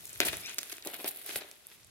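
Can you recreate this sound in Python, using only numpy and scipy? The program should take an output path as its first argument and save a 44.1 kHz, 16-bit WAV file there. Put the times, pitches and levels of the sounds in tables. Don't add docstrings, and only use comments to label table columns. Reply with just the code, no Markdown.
import sys
import numpy as np
from scipy import signal
from scipy.fft import rfft, irfft, next_fast_len
from scipy.io import wavfile
from scipy.ndimage import uniform_filter1d, map_coordinates

SR = 44100
rng = np.random.default_rng(int(sys.argv[2]) if len(sys.argv) > 2 else 0)


def generate_wav(signal):
    frames = np.transpose(np.atleast_2d(signal))
    scaled = np.clip(frames, -1, 1) * 32767
    pcm = np.round(scaled).astype(np.int16)
    wavfile.write(sys.argv[1], SR, pcm)


def natural_amplitude(level_db):
    exponent = np.asarray(level_db, float) / 20
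    return 10 ** exponent


N = 83790
T = np.arange(N) / SR

# time in seconds, peak of the film, of the outer sheet, of the tape and of the box, all in dB.
SNAPS = [(0.1576, -44, -48, -44.5, -73), (.202, -12, -15, -16.5, -30.5), (0.2089, -34, -27, -40, -41),
         (0.284, -44, -44, -28, -58), (0.3301, -34, -33, -32.5, -43), (0.4592, -48, -29, -60, -64),
         (.583, -20, -22.5, -31.5, -48.5), (0.5872, -20, -23, -34.5, -59.5),
         (0.5907, -38, -29.5, -42, -50.5), (.63, -26, -30, -39, -62), (0.6971, -36, -45, -45, -62),
         (0.7235, -43, -31, -41.5, -60), (0.7267, -28.5, -40, -46, -51), (.781, -39, -53, -42, -58),
         (0.8486, -34, -48, -45, -54.5), (0.861, -44, -49, -52, -45.5), (0.8716, -22, -35, -51, -40),
         (0.941, -29, -55, -39, -55), (0.999, -42, -49, -43, -66), (1.043, -28, -33.5, -37.5, -36.5),
         (1.061, -43, -53, -48, -57), (1.0734, -36, -45, -44.5, -57), (1.084, -32, -47, -65, -59),
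         (1.292, -46, -38, -39.5, -45.5), (1.357, -28.5, -47, -31, -41.5), (1.359, -25, -46, -35, -43.5),
         (1.4087, -50, -48, -48.5, -62), (1.5127, -35.5, -48, -50.5, -65), (1.7, -52, -53, -57, -66.5),
         (1.7148, -55, -52, -53.5, -67)]

SNAP_S, TICK_S, PUSH_S = 0.00036, 0.00033, 0.00017
TAPE_PUSH_S = PUSH_S / 5


def rms_one(x):
    return x / np.sqrt(np.mean(x ** 2) + 1e-20)


def drift(rate_hz):
    r = np.exp(-2 * np.pi * rate_hz / SR)
    run_in = 4000
    noise = rng.standard_normal(N + run_in)
    return rms_one(signal.lfilter([1], [1, -2 * r, r * r], noise)[run_in:])


def colour(x, points):
    hz, db = np.transpose(points)
    f = np.maximum(np.fft.rfftfreq(N, 1 / SR), 1)
    low_fall_db = 20 * np.maximum(np.log2(hz[0] / f), 0)
    gain = natural_amplitude(np.interp(np.log(f), np.log(hz), db) - low_fall_db)
    return irfft(rfft(x) * gain, N) / np.sqrt(np.mean(gain ** 2))


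def pole(x, hz, width_hz):
    r, w = np.exp(-np.pi * width_hz / SR), 2 * np.pi * hz / SR
    edge = (1 - r * r) / 2
    return signal.lfilter([edge, 0, -edge], [1, -2 * r * np.cos(w), r * r], x + 1e-18)


def band(x, edges_hz):
    return signal.sosfilt(signal.butter(2, edges_hz, "band", fs=SR, output="sos"), x)


def lean(x, db):
    return x * natural_amplitude(db * np.array([[1], [-1]]))


def background():
    # time in seconds, level in dB.
    rumble = [
        (0.0, -68),
        (0.116, -72.5),
        (0.344, -57),
        (0.46, -74),
        (1.338, -91),
        (1.354, -73),
        (1.524, -96),
        (1.9, -74.5),
    ]
    # frequency in Hz, density in dB per Hz.
    air_spectrum = [(24, -50), (40, 2), (422, -4.5), (1040, -5), (1680, -9), (4570, -5), (10400, -7.5),
                    (16000, -26)]
    likeness = 0.39
    low = band(rng.standard_normal((2, N)), (51, 160))
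    low[1] = likeness * low[0] + np.sqrt(1 - likeness ** 2) * low[1]
    s, db = np.transpose(rumble)
    rumble_db = np.interp(T, s, db) + 8.5 + 2.0 * drift(2)
    air = colour(rng.standard_normal((2, N)), air_spectrum)
    return natural_amplitude(rumble_db) * rms_one(low) + natural_amplitude(-63) * air


def handling(column):
    # time in seconds, film rustle in dB, tape and box in dB,
    # loose outer sheet in dB against the film.
    hands = [(0, -55, -59.5, 0), (.19, -52, -54.5, 1), (.31, -52.5, -49, 13), (.42, -51, -51.5, 0),
             (.56, -59.5, -57, 4), (.62, -51, -53, 2), (.82, -58, -58.5, -2.5), (.9, -48, -51, -25),
             (1.131, -50, -56.5, -41), (1.232, -50.5, -55.5, -19), (1.42, -58, -51, -1),
             (1.52, -60.5, -61.5, -5), (1.63, -66, -67, -22), (1.72, -58, -60.5, -5), (1.9, -74, -69, 2)]
    rows = np.transpose(hands)
    return np.interp(T, rows[0], rows[column])


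def grains():
    grains_per_s, grain_spread_db = 4900, -0.5
    crackles_per_s, crackle_spread_db, crackle_db = 310, 5.5, -11.5
    likeness = 0.12
    happens = rng.random(N) < grains_per_s / SR
    size = natural_amplitude(grain_spread_db * np.minimum(rng.exponential(1, N), 4)) * happens
    size = np.sqrt(signal.lfilter([1], [1, -0.8], size ** 2) + 0.3)
    size = size * natural_amplitude(2.65 * drift(90) + 1.0 * drift(31))
    happens = rng.random(N) < crackles_per_s / SR
    lone = natural_amplitude(crackle_spread_db * np.minimum(rng.exponential(1, N), 3)) * happens
    mid, side, spit = rng.standard_normal((3, N))
    side = side * np.array([[1], [-1]])
    dense = rms_one(size * (np.sqrt(1 + likeness) * mid + np.sqrt(1 - likeness) * side))
    crackle = rms_one(signal.lfilter([1], [1, -0.93], lone) * spit)
    return dense + natural_amplitude(crackle_db) * crackle


def effort(column, steady_db):
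    # start in seconds, length in seconds, release in seconds.
    squeezes = [(0.203, 0.017, 0.024), (0.2497, 0.025, 0.013), (0.28, 0.0082, 0.0089),
                (0.327, 0.0069, .012), (0.444, 0.09, .008), (0.695, 0.0066, 0.012), (.716, 0.011, 0.009),
                (0.857, 0.02, 0.014), (0.933, 0.02, .012), (0.992, 0.017, 0.024), (1.046, 0.01, 0.014),
                (1.059, 0.0071, 0.0033), (1.076, 0.003, 0.0026), (1.0803, 0.0071, 0.009),
                (1.243, 0.094, 0.027), (1.359, 0.006, 0.016), (1.405, 0.0065, 0.024)]
    # film, tape, box and outer sheet, all in dB.
    squeeze_db = [(-39, -32, -36, -39.5), (-31, -37.5, -43.5, -30.5), (-47, -33.5, -51, -52),
                  (-45, -39, -45, -43), (-59, -45.5, -60.5, -46.5), (-44.5, -46.5, -60, -53),
                  (-42.5, -45.5, -55, -47), (-42.5, -49, -42, -49), (-44, -46.5, -50, -67),
                  (-53, -50, -49.5, -62), (-46, -41, -42.5, -64), (-38, -45.5, -46.5, -63),
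                  (-35, -43, -60, -48), (-33.5, -50, -50, -64), (-44, -47.5, -56, -42),
                  (-35.5, -41, -42, -50), (-63, -49, -49, -52)]
    t = T[::16]
    power = natural_amplitude(2 * steady_db[::16])
    for (start, hold, release), dbs in zip(squeezes, squeeze_db):
        attack_s = 0.043 if hold > 0.05 else 0.00038
        rise = np.clip((t - start) / attack_s, 0, 1)
        fall = np.exp(-np.maximum(t - start - hold, 0) / max(release, 0.001))
        power = power + (natural_amplitude(dbs[column]) * rise * fall) ** 2
    return np.interp(T, t, np.sqrt(power))


def spits(count, length_s, noisy):
    n = np.arange(300) / (SR * length_s)
    shape = np.sqrt(n) * np.exp(-n)
    hiss = rfft(shape * rng.standard_normal((count, 300)))
    local_power = uniform_filter1d(np.abs(hiss) ** 2, size=15, axis=1)
    hiss = irfft(hiss / np.sqrt(local_power + 1e-9), 300)
    hiss = hiss * (n < 6) / hiss.std(axis=1, keepdims=True) * shape.std()
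    return (1 - noisy) * shape + noisy * hiss


def spits_at_ports(count, length_s, noisy):
    likeness = 0.6
    shared = np.sqrt(likeness) * spits(count, length_s, noisy)
    return [shared + np.sqrt(1 - likeness) * spits(count, length_s, noisy) for _ in range(2)]


def bursts(times, dbs, pulses, length_s):
    give_s = 0.0009
    out = np.zeros(N + SR)
    for s, db, p in zip(times, dbs, pulses):
        i = int((s + give_s) * SR)
        out[i:i + len(p)] += natural_amplitude(db) * p * np.sqrt(length_s * SR / 4 / np.sum(p ** 2))
    return out[:N]


def film():
    # frequency in Hz, density in dB per Hz.
    film_spectrum = [(4000, -8.5), (6200, -15.5), (8000, -8.5), (11500, 1.5), (13500, -5), (15500, -8),
                     (15900, -12), (16300, -43)]
    at, snap_db = np.transpose(SNAPS)[[0, 1]]
    rustle = colour(effort(column=0, steady_db=handling(1)) * grains(), film_spectrum)
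    pair = spits_at_ports(len(at), SNAP_S, noisy=0.9)
    crack = np.array([bursts(at, snap_db + 8.5, spit, SNAP_S) for spit in pair])
    return rustle + band(crack, (3640, 15200))


def outer_sheet():
    at, snap_db = np.transpose(SNAPS)[[0, 2]]
    steady_db = handling(1) + handling(3) + 2
    rustle = pole(effort(column=3, steady_db=steady_db) * grains(), 5980, 4800)
    pair = spits_at_ports(len(at), TICK_S, noisy=1)
    crack = np.array([bursts(at, snap_db + 3.5, spit, TICK_S) for spit in pair])
    sheet = rustle + band(crack * 4, (4710, 6820))
    return lean(sheet, np.linspace(2.5, -4.5, N))


def tape():
    # frequency in Hz, width in Hz, level in dB.
    tape_modes = [(1453, 644, -3.5), (2212, 483, 2), (2516, 380, 3.5), (3540, 1160, -0.5),
                  (4970, 5100, -11.5)]
    at, snap_db = np.transpose(SNAPS)[[0, 3]]
    drive = effort(column=1, steady_db=handling(2)) * grains()
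    drive = drive + bursts(at, snap_db + 19.5, spits(len(at), TAPE_PUSH_S, 0.074), TAPE_PUSH_S)
    rung = 0
    for k, (hz, width_hz, db) in enumerate(tape_modes):
        rung = rung + natural_amplitude(db) * (-1) ** k * pole(drive, hz, width_hz)
    dull = signal.butter(4, 4800, fs=SR, output="sos")
    return lean(signal.sosfilt(dull, 3.23 * rung), 1.5)


def box():
    # frequency in Hz, level in dB, time to decay by 60 dB in seconds.
    box_modes = [(216, -12.5, 0.017), (324, -6, 0.048), (369, -9.5, 0.046), (424, -3, 0.021),
                 (590, -6, 0.021), (680, -9, 0.038), (770, -13, 0.0033)]
    likeness = 0.88
    at, snap_db = np.transpose(SNAPS)[[0, 4]]
    touch = grains()
    touch = likeness * touch.mean(0) + (1 - likeness) * touch
    drive = effort(column=2, steady_db=handling(2) - 9) * touch
    drive = drive + bursts(at, snap_db + 8.5, spits(len(at), PUSH_S, 0), PUSH_S)
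    rung = 9 * sum(natural_amplitude(db) * pole(drive, hz, np.log(1000) / np.pi / t60) for hz, db, t60 in box_modes)
    return lean(band(rung, [210, 1000]), 1.3)


def ticks():
    # time in seconds, peak in dB, pitch in Hz, width in Hz.
    creases = [(.0065, -37.5, 10800, 3200), (0.0534, -28, 10400, 6000), (0.068, -36, 7800, 3200),
               (0.093, -33, 7900, 3200), (0.1296, -31, 8950, 3200), (.1755, -33, 12000, 3200),
               (0.2513, -33, 11400, 3200), (0.2839, -19, 1810, 500), (.3686, -24.5, 11900, 7000),
               (.395, -38, 11700, 3200), (0.4057, -34, 11400, 3220), (.4695, -38, 11100, 2500),
               (0.494, -31, 6400, 5000), (.5437, -28, 13200, 6500), (0.571, -50, 9500, 2500),
               (.6375, -42, 11000, 4000), (.6696, -39, 9960, 3200), (0.7676, -36, 7900, 3200),
               (0.8238, -33.5, 4450, 3980), (.854, -30, 11500, 3200), (.9108, -41, 11100, 3200),
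               (1.0114, -40, 10500, 3200), (1.066, -32, 11900, 4000), (1.0723, -28, 11900, 3000),
               (1.0742, -38, 2500, 1000), (1.077, -21, 12300, 1500), (1.109, -29, 12800, 3800),
               (1.1144, -30, 10000, 4040), (1.149, -44, 13500, 3200), (1.1594, -29.5, 12100, 5000),
               (1.1706, -31, 13200, 4500), (1.2145, -32, 11300, 3200), (1.262, -26, 11900, 3230),
               (1.304, -31, 10000, 5930), (1.3945, -37, 13000, 3180), (1.411, -34, 4000, 1200),
               (1.487, -41, 11430, 3220), (1.6679, -31, 11600, 3200), (1.673, -44, 13400, 3240),
               (1.8314, -47, 4970, 3230), (1.8457, -43, 7700, 3200), (1.8697, -47, 13000, 6000)]
    at, peak_db, pitch, width = np.transpose(creases)
    laid = []
    for spit in spits_at_ports(len(at), TICK_S, noisy=1):
        rung = []
        for p, hz, width_hz in zip(spit, np.minimum(pitch, 15500), 1.46 * width):
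            twice = pole(pole(p, hz, width_hz), hz, width_hz)
            rung.append(twice + natural_amplitude(-24) * p)
        laid.append(bursts(at, peak_db + 5, rung, SNAP_S))
    return signal.sosfilt(signal.butter(2, 1000, "high", fs=SR, output="sos"), np.array(laid))


def rub():
    # time in seconds, level in dB, pitch of the rasp in Hz.
    strokes = [
        (0.426, -64, 2300),
        (0.441, -53.5, 2400),
        (.46, -48, 2450),
        (0.484, -49, 2900),
        (.51, -53, 2900),
        (0.536, -56, 2500),
        (.548, -63, 2400),
    ]
    s, db, hz = np.transpose(strokes)
    phase = 2 * np.pi * np.cumsum(np.interp(T, s, hz)) / SR
    a, b, c, d = [drift(170) for _ in range(4)]   # Hz, the width of the rasp
    overtone_db = 3.5 - 126 * np.maximum(T - s[2], 0)
    overtones = natural_amplitude(overtone_db) * (c * np.cos(2.2 * phase) + d * np.sin(1.5 * phase))
    rasp = a * np.cos(phase) + b * np.sin(phase)
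    level_db = np.interp(T, s, db, -120, -120) + 1.4 * drift(81)
    return lean(natural_amplitude(level_db) * (rasp + overtones), 1.5)


def ports(x):
    lead = np.linspace(6.13, 0.0, N)
    late = map_coordinates(x[1], [np.arange(N) - lead], order=3)
    return np.array([x[0], late])


def room(x):
    t60_s, wall_cut_hz = 0.53, 6460
    size = next_fast_len(N + SR // 2)
    w = 2 * np.pi * np.fft.rfftfreq(size, 1 / SR)
    wall = 1 + 1j * w / (2 * np.pi * wall_cut_hz)
    out = []
    for delays_s in rng.uniform(0.004, 0.038, (2, 6)):
        loops = [natural_amplitude(-60 * d / t60_s) * np.exp(-1j * w * d) / wall for d in delays_s]
        response = sum(g / (1 - g) for g in loops)
        out.append(irfft(rfft(x, size) * response, size)[:N])
    return np.array(out)


def scene():
    parcel = film() + outer_sheet() + tape() + box() + ticks() + rub()
    return ports(parcel) + natural_amplitude(-19) * room(parcel.mean(0)) + background()


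def top_cut(x):
    return signal.sosfilt(signal.butter(12, 16970, fs=SR, output="sos"), x)


def record(dry):
    dry = signal.sosfilt(signal.butter(2, 45, "high", fs=SR, output="sos"), dry)
    dry = signal.sosfilt(signal.cheby2(10, 50, 16900, fs=SR, output="sos"), dry)
    return top_cut(dry)


dry = scene()
out = record(dry)
generate_wav(out)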